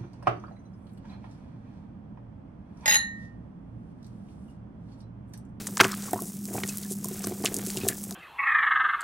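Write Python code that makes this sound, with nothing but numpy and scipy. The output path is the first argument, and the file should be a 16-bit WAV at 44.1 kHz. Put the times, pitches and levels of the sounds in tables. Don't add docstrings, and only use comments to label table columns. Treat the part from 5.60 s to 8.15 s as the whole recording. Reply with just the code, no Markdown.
import sys
import numpy as np
from scipy import signal
from scipy.fft import rfft, irfft
from scipy.io import wavfile
from scipy.ndimage import uniform_filter1d

SR = 44100
rng = np.random.default_rng(int(sys.argv[2]) if len(sys.argv) > 2 else 0)


def boost(x):
    u = np.asarray(x, float) / 20
    return 10 ** u


def generate_wav(sig):
    pcm = np.round(np.clip(np.atleast_2d(sig).T, -1, 1) * 32767).astype(np.int16)
    wavfile.write(sys.argv[1], SR, pcm)


N = 112455


def evened(x):
    return x / np.sqrt(np.mean(x ** 2) + 1e-20)


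def add(mix, s, sound):
    part = mix[round(s * SR):][:len(sound)]
    part += sound[:len(part)]


def colour(x, points):
    f, db = np.transpose(points)
    hz = np.fft.rfftfreq(len(x), 1 / SR)
    gain_db = np.interp(np.log(hz + 1), np.log(f + 1), db)
    return irfft(rfft(x) * boost(gain_db), len(x))


def resonate(x, hz, wide_hz):
    r = np.exp(-np.pi * wide_hz / SR)
    return signal.lfilter([1, 0, -1], [1, -2 * r * np.cos(2 * np.pi * hz / SR), r * r], x)


def grit(per_s, spread_db, smooth):
    struck = rng.random(N) < per_s / SR
    size = boost(spread_db * np.minimum(rng.exponential(1, N), 4)) * struck
    puff = np.exp(-np.arange(200) / 50.0)
    shape = evened(signal.oaconvolve(size, puff)[:N])
    return evened((smooth + shape) * rng.standard_normal(N))


def breaks(rows, wide, rise_ms, tail_db):
    out, ms = np.zeros(N), np.arange(1500) / SR * 1000
    noises = rng.standard_normal((len(rows), len(ms)))
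    for (s, db, hz, decay_ms), noise in zip(rows, noises):
        env = np.exp(-ms / decay_ms) + boost(tail_db) * np.exp(-ms / 16.0)
        burst = noise * env * np.minimum(ms / rise_ms, 1)
        burst = resonate(resonate(burst, hz, wide * hz), hz, 2 * wide * hz)
        add(out, s, boost(db) * burst / abs(burst).max())
    return out


# (time [s], peak level [dB], pitch [Hz])
CRACKS = [(0.0692, -29.5, 1240), (0.172, -22, 1030), (0.244, -11, 2040), (0.34, -24.5, 1620),
          (0.979, -29, 845), (1.035, -19, 2030), (1.6414, -30.5, 1210), (1.6693, -31, 1270),
          (1.839, -25, 3500), (1.8688, -21, 3650), (1.8765, -26, 3800), (1.921, -38, 1300),
          (1.72, -40, 1800), (1.994, -31.5, 2170), (2.171, -25.5, 2670), (2.2875, -16, 3330),
          (.887, -39.5, 1790), (.984, -31, 2180), (1.607, -37, 2300), (1.238, -44, 1800),
          (2.509, -38, 1110)]
# (time [s], peak level [dB], pitch [Hz],
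# decay [ms])
CRUNCH = [(0.1944, -16.5, 1660, 4.8), (0.2, -8, 1640, 1.9), (0.2, -15.5, 4200, 1.2),
          (0.2026, -5.5, 2030, 1.3), (.2, -8, 820, 3.1), (.2068, -1, 1900, 1.5), (.2072, -8, 3500, 0.84),
          (0.207, -7, 9000, 0.24), (0.21, -2.5, 1260, 2.9), (.2108, -4, 6000, 1.8),
          (0.2135, -6.5, 1830, 1.4), (0.2114, -13, 15000, 1.7), (0.2478, -16, 1370, 2.8),
          (1.86, -7.5, 3400, 0.42), (1.8602, -17, 5800, 0.48), (2.1, -28, 2200, 1.4),
          (.5335, -29.5, 1660, 1.7), (1.0352, -22, 4450, 2.2)]


def cracks():
    decay_cycles = 2.6
    rows = [(s, db, hz, decay_cycles / hz * 1000) for s, db, hz in CRACKS]
    return breaks([*rows, *CRUNCH], wide=0.6, rise_ms=0.21, tail_db=-36)


# (time [s], peak level [dB], pitch [Hz])
SNAPS = [(0.0705, -17.5, 6840), (0.1708, -15.5, 5400), (0.179, -16, 5840), (0.3189, -20.5, 4800),
         (0.532, -14.5, 10400), (0.621, -20, 10300), (0.8543, -22, 7730), (0.9392, -22.5, 9600),
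         (1.0766, -19, 7140), (1.1722, -17, 11100), (1.183, -19.5, 11100), (1.4445, -18.5, 9700),
         (1.4562, -22.5, 8400), (1.486, -18.5, 11300), (1.6708, -16, 9250), (1.8469, -15, 9300),
         (1.855, -17, 5500), (1.856, -11, 7300), (1.8684, -27, 7140), (1.9427, -13.5, 8000),
         (1.951, -23, 8650), (1.9662, -10.5, 7700), (2.0645, -19, 8500), (2.1036, -20.5, 5950),
         (2.171, -15.5, 6500), (2.439, -18, 8400), (2.509, -20.5, 6950),
         (0.2423, -19, 5140), (0.2484, -22, 6210), (0.4229, -24, 5360), (1.089, -23, 6550),
         (1.2331, -28, 4210), (1.32, -27, 11500), (1.3205, -28, 11500), (1.3209, -19.5, 8340),
         (1.3682, -31, 8690), (1.9869, -22, 10000), (2.0704, -18.5, 8400), (2.0834, -31, 9520),
         (2.103, -18.5, 5980), (2.1753, -21, 5470), (2.279, -17, 9100), (2.2863, -6.5, 9700),
         (2.5242, -28.5, 5100)]


def snaps():
    decay_ms = 0.7
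    rows = [(*row, decay_ms) for row in SNAPS]
    return breaks(rows, wide=0.75, rise_ms=0.076, tail_db=-23)


# (frequency [Hz], t60 [s], soft level [dB], share of hardness [dB per dB])
BOWL = [(110, 0.11, -8, 0.044), (310.2, 0.028, 8, 0.114), (367.8, 0.082, 1.5, 0.075),
        (424.7, 0.032, 5.5, 0.63), (696, 0.043, -0.5, 0.95), (1100, 0.023, -5, 2.4)]
# (time [s], peak level [dB], hardness [dB])
KNOCKS = [(0.208, -9.5, 1), (0.242, -23, -1), (0.25, -18, -2.5), (0.532, -17.5, -4.5), (0.558, -26.5, 3),
          (0.655, -38.5, -1.5), (0.619, -25.5, -2), (0.882, -36, -5), (0.908, -30, -6), (0.946, -23.5, -2),
          (0.981, -26, 0), (1.034, -30.5, -19), (1.087, -35.5, -19), (1.311, -28, -12), (1.456, -29, -1),
          (1.511, -27.5, -10), (1.643, -29, 5.5), (1.67, -23, -8.5), (1.711, -25, -4.5), (1.839, -23, -12),
          (1.918, -27, -2), (1.969, -27, -29), (2.072, -28, -16), (2.171, -24.5, -12.5),
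          (1.695, -35, -3), (1.722, -28, -6.5), (1.755, -36.5, -4), (1.802, -30.5, -16),
               (1.813, -28.5, -9), (1.858, -28.5, -9), (1.884, -35, -9), (1.949, -29, -8),
               (1.98, -28.5, -15), (2.037, -36, -4), (2.25, -29, -7), (2.312, -33.5, -6), (2.33, -37, -5),
               (1.846, -20.5, 3.5), (1.989, -29.5, -13), (2.153, -31, -7), (2.235, -24, -21),
               (2.266, -20, 0.5), (2.299, -28.5, 3), (2.514, -35, 0)]


def knocks():
    contact_s, level_spread_db, pitch_spread = 0.003, 4.5, 0.093
    rows, out, t = KNOCKS, np.zeros(N), np.arange(5000) / SR
    for (s, db, hard_db), places in zip(rows, rng.random((len(rows), len(BOWL), 2))):
        ring = np.zeros(len(t))
        for (hz, t60, soft_db, share), (a, b) in zip(BOWL, places):
            mode_db = soft_db + share * hard_db + level_spread_db * (a - 0.5)
            mode_hz = hz * (1 + pitch_spread * (b - 0.5))
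            ring += boost(mode_db - 60 * t / t60) * np.sin(2 * np.pi * mode_hz * t + a)
        ring *= 1 - np.exp(-(t / contact_s) ** 2)
        add(out, s - 0.001, boost(db) * ring / abs(ring).max())
    return colour(out, [(60, -32), (100, 0)])


# (time [s], peak level [dB], pitch [Hz], t60 [s])
CHIPS = [(.2305, -21.5, 1250, 0.033), (.33, -29, 4200, .012), (.331, -23, 1236, .02),
         (.483, -37, 1120, 0.046), (.5335, -15.5, 726, 0.037), (.534, -35, 1820, .04),
         (.56, -27.5, 975, 0.029), (.58, -32, 1020, 0.024), (.59, -29, 1100, .03), (.887, -36, 710, 0.016),
         (.953, -26, 730, .03), (.984, -25.5, 745, 0.031), (1.0345, -27.5, 1880, 0.037),
         (1.092, -38, 2580, 0.066), (1.25, -47, 1745, 0.076), (1.14, -44.5, 1200, 0.028),
         (1.445, -33, 1003, 0.031), (1.487, -41, 1050, 0.03), (1.604, -43, 710, 0.027),
         (1.72, -33.5, 720, .03), (1.814, -38, 654, .03), (1.84, -27.5, 783, 0.035),
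         (1.943, -38, 694, 0.037), (2.159, -33.5, 860, 0.022), (2.173, -33, 2800, .03),
         (2.211, -33.5, 2550, 0.042), (2.233, -36, 2550, 0.028), (2.233, -34, 3700, 0.018),
         (2.252, -31, 760, .03), (2.2873, -24.5, 1760, 0.028), (2.324, -33.5, 1700, 0.032),
         (2.345, -44, 1750, 0.035)]


def chips():
    rise_s, overtone_ratio, overtone_db, roughness = 0.00064, 1.13, -13.5, 0.3
    out, t = np.zeros(N), np.arange(5000) / SR
    for (s, db, hz, t60), noise in zip(CHIPS, rng.standard_normal((len(CHIPS), len(t)))):
        pair = np.sin(2 * np.pi * hz * t)
        pair += boost(overtone_db) * np.sin(2 * np.pi * overtone_ratio * hz * t)
        pair *= 1 + roughness * evened(uniform_filter1d(noise, size=70))
        add(out, s, boost(db - 60 * t / t60) * pair * (1 - np.exp(-t / rise_s)))
    return out


# (start [s], length [s], level [dB], pitch [Hz])
RUBS = [(0.066, 0.015, -34.5, 7700), (0.217, 0.05, -35.5, 6000), (0.215, 0.058, -31, 1160),
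        (0.26, 0.071, -39.5, 1290), (0.36, 0.17, -52.5, 1290), (0.403, 0.1, -43.5, 6600),
        (0.656, 0.052, -44, 8100), (0.94, 0.069, -48, 8950), (1.084, 0.02, -33.5, 7000),
        (1.295, 0.048, -36.5, 8400), (1.636, 0.015, -32.5, 5800), (1.832, 0.063, -41, 6460),
        (1.834, 0.059, -39.5, 1700), (2.05, 0.09, -43, 7700), (2.277, 0.017, -28.5, 6900),
        (2.281, 0.053, -44.5, 1600)]


def rubs():
    out, sand = np.zeros(N), grit(900, 2.0, 0.8)
    for s, length, db, hz in RUBS:
        n = round(length * SR)
        hiss = sand[round(s * SR):][:n]
        hiss = evened(resonate(resonate(hiss, hz, 0.69 * hz), hz, 1.14 * hz))
        swell = np.sin(np.pi * np.arange(n) / n) ** 0.52
        add(out, s, boost(db) * hiss * swell)
    return out


# (time [s], sifting level [dB], squeezing level [dB], falling crumbs level [dB])
WORK = [(0, -44, -42.5, -49.5), (.13, -46, -59, -51), (.3, -41.5, -45.5, -55), (.5, -43, -52, -49.5),
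        (.62, -43.5, -61, -51), (.83, -47, -60, -62.5), (.96, -38, -60.5, -39.5), (1.12, -42.5, -47.5, -55),
        (1.39, -46.5, -62, -56), (1.55, -40.5, -50, -50), (1.68, -43.5, -49.5, -48.5),
        (1.78, -43.5, -58, -49.5), (1.95, -42, -50, -47), (2.1, -41, -48.5, -50), (2.25, -41, -44.5, -46.5),
        (2.4, -43, -57.5, -54.5), (2.55, -46, -60, -48.5)]
# (frequency [Hz], gain [dB])
SIFT = [(2500, -30), (4200, -17), (5300, -5), (8000, 0), (11500, -3.5), (16000, -5.5)]
# (frequency [Hz], gain [dB])
SQUEEZE = [(300, 8), (700, -13), (1200, -0.5), (2400, -3), (4500, -0.5), (9000, -13.5)]


def powder():
    s, *levels_db = np.transpose(WORK)
    crumbs = grit(130, 0.87, 0.74)
    patter = sum(boost(db) * resonate(crumbs, hz, 5.0 / t60) for hz, t60, db, _ in BOWL[1:-1])
    fizz = colour(grit(300, 3.7, 1.07), SIFT)
    rustle = colour(grit(500, 2.4, 0.98), SQUEEZE)
    out = np.zeros(N)
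    for layer, db in zip((fizz, rustle, patter), levels_db):
        out += evened(layer) * boost(np.interp(np.arange(N) / SR, s, db))
    return out


def jolts():
    s, *_, falling_db = np.transpose(WORK)
    low = resonate(resonate(rng.standard_normal(N), 108, 50), 101, 70)
    return evened(low) * boost(-3 + np.interp(np.arange(N) / SR, s, falling_db))


# (frequency [Hz], gain [dB])
AIR = [(15, -39), (25, -26.5), (145, -0.5), (200, 2.5), (405, -14.5), (463, -38), (3920, -44), (8140, -43),
       (16000, -35)]


def room():
    hum_hz, hum_db, flutter_db, flutter_wide_hz, air_db = 200.5, -39.5, -47, 36, -44
    flutter = resonate(rng.standard_normal(N), hum_hz, flutter_wide_hz)
    flutter = resonate(flutter, hum_hz, flutter_wide_hz)
    hum = boost(hum_db) * np.sqrt(2) * np.sin(2 * np.pi * hum_hz * np.arange(N) / SR)
    air = evened(colour(rng.standard_normal(N), AIR))
    return hum + boost(flutter_db) * evened(flutter) + boost(air_db) * air


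# (frequency [Hz], side minus mid [dB])
SIDE_DB = [(30, -26), (70, -17.5), (110, -25.5), (200, -45.5), (500, -25), (2000, -32), (4500, -25),
           (14000, -16.5)]


def scene():
    mid = cracks() + snaps() + knocks() + chips() + rubs() + powder() + jolts() + room()
    wander = evened(uniform_filter1d(rng.standard_normal(N), size=150))
    side = colour(mid, SIDE_DB) * wander
    return np.array([mid + side, mid - side])


def band_limit(x):
    return signal.sosfilt(signal.butter(12, 16860, fs=SR, output="sos"), x)


# (frequency [Hz], gain [dB])
EDGE = [(15850, 0), (16050, -45)]


def record(dry):
    overloaded = np.tanh(dry)
    mix = np.array([colour(x, EDGE) for x in overloaded])
    return band_limit(mix)


dry = scene()
out = record(dry)
generate_wav(out)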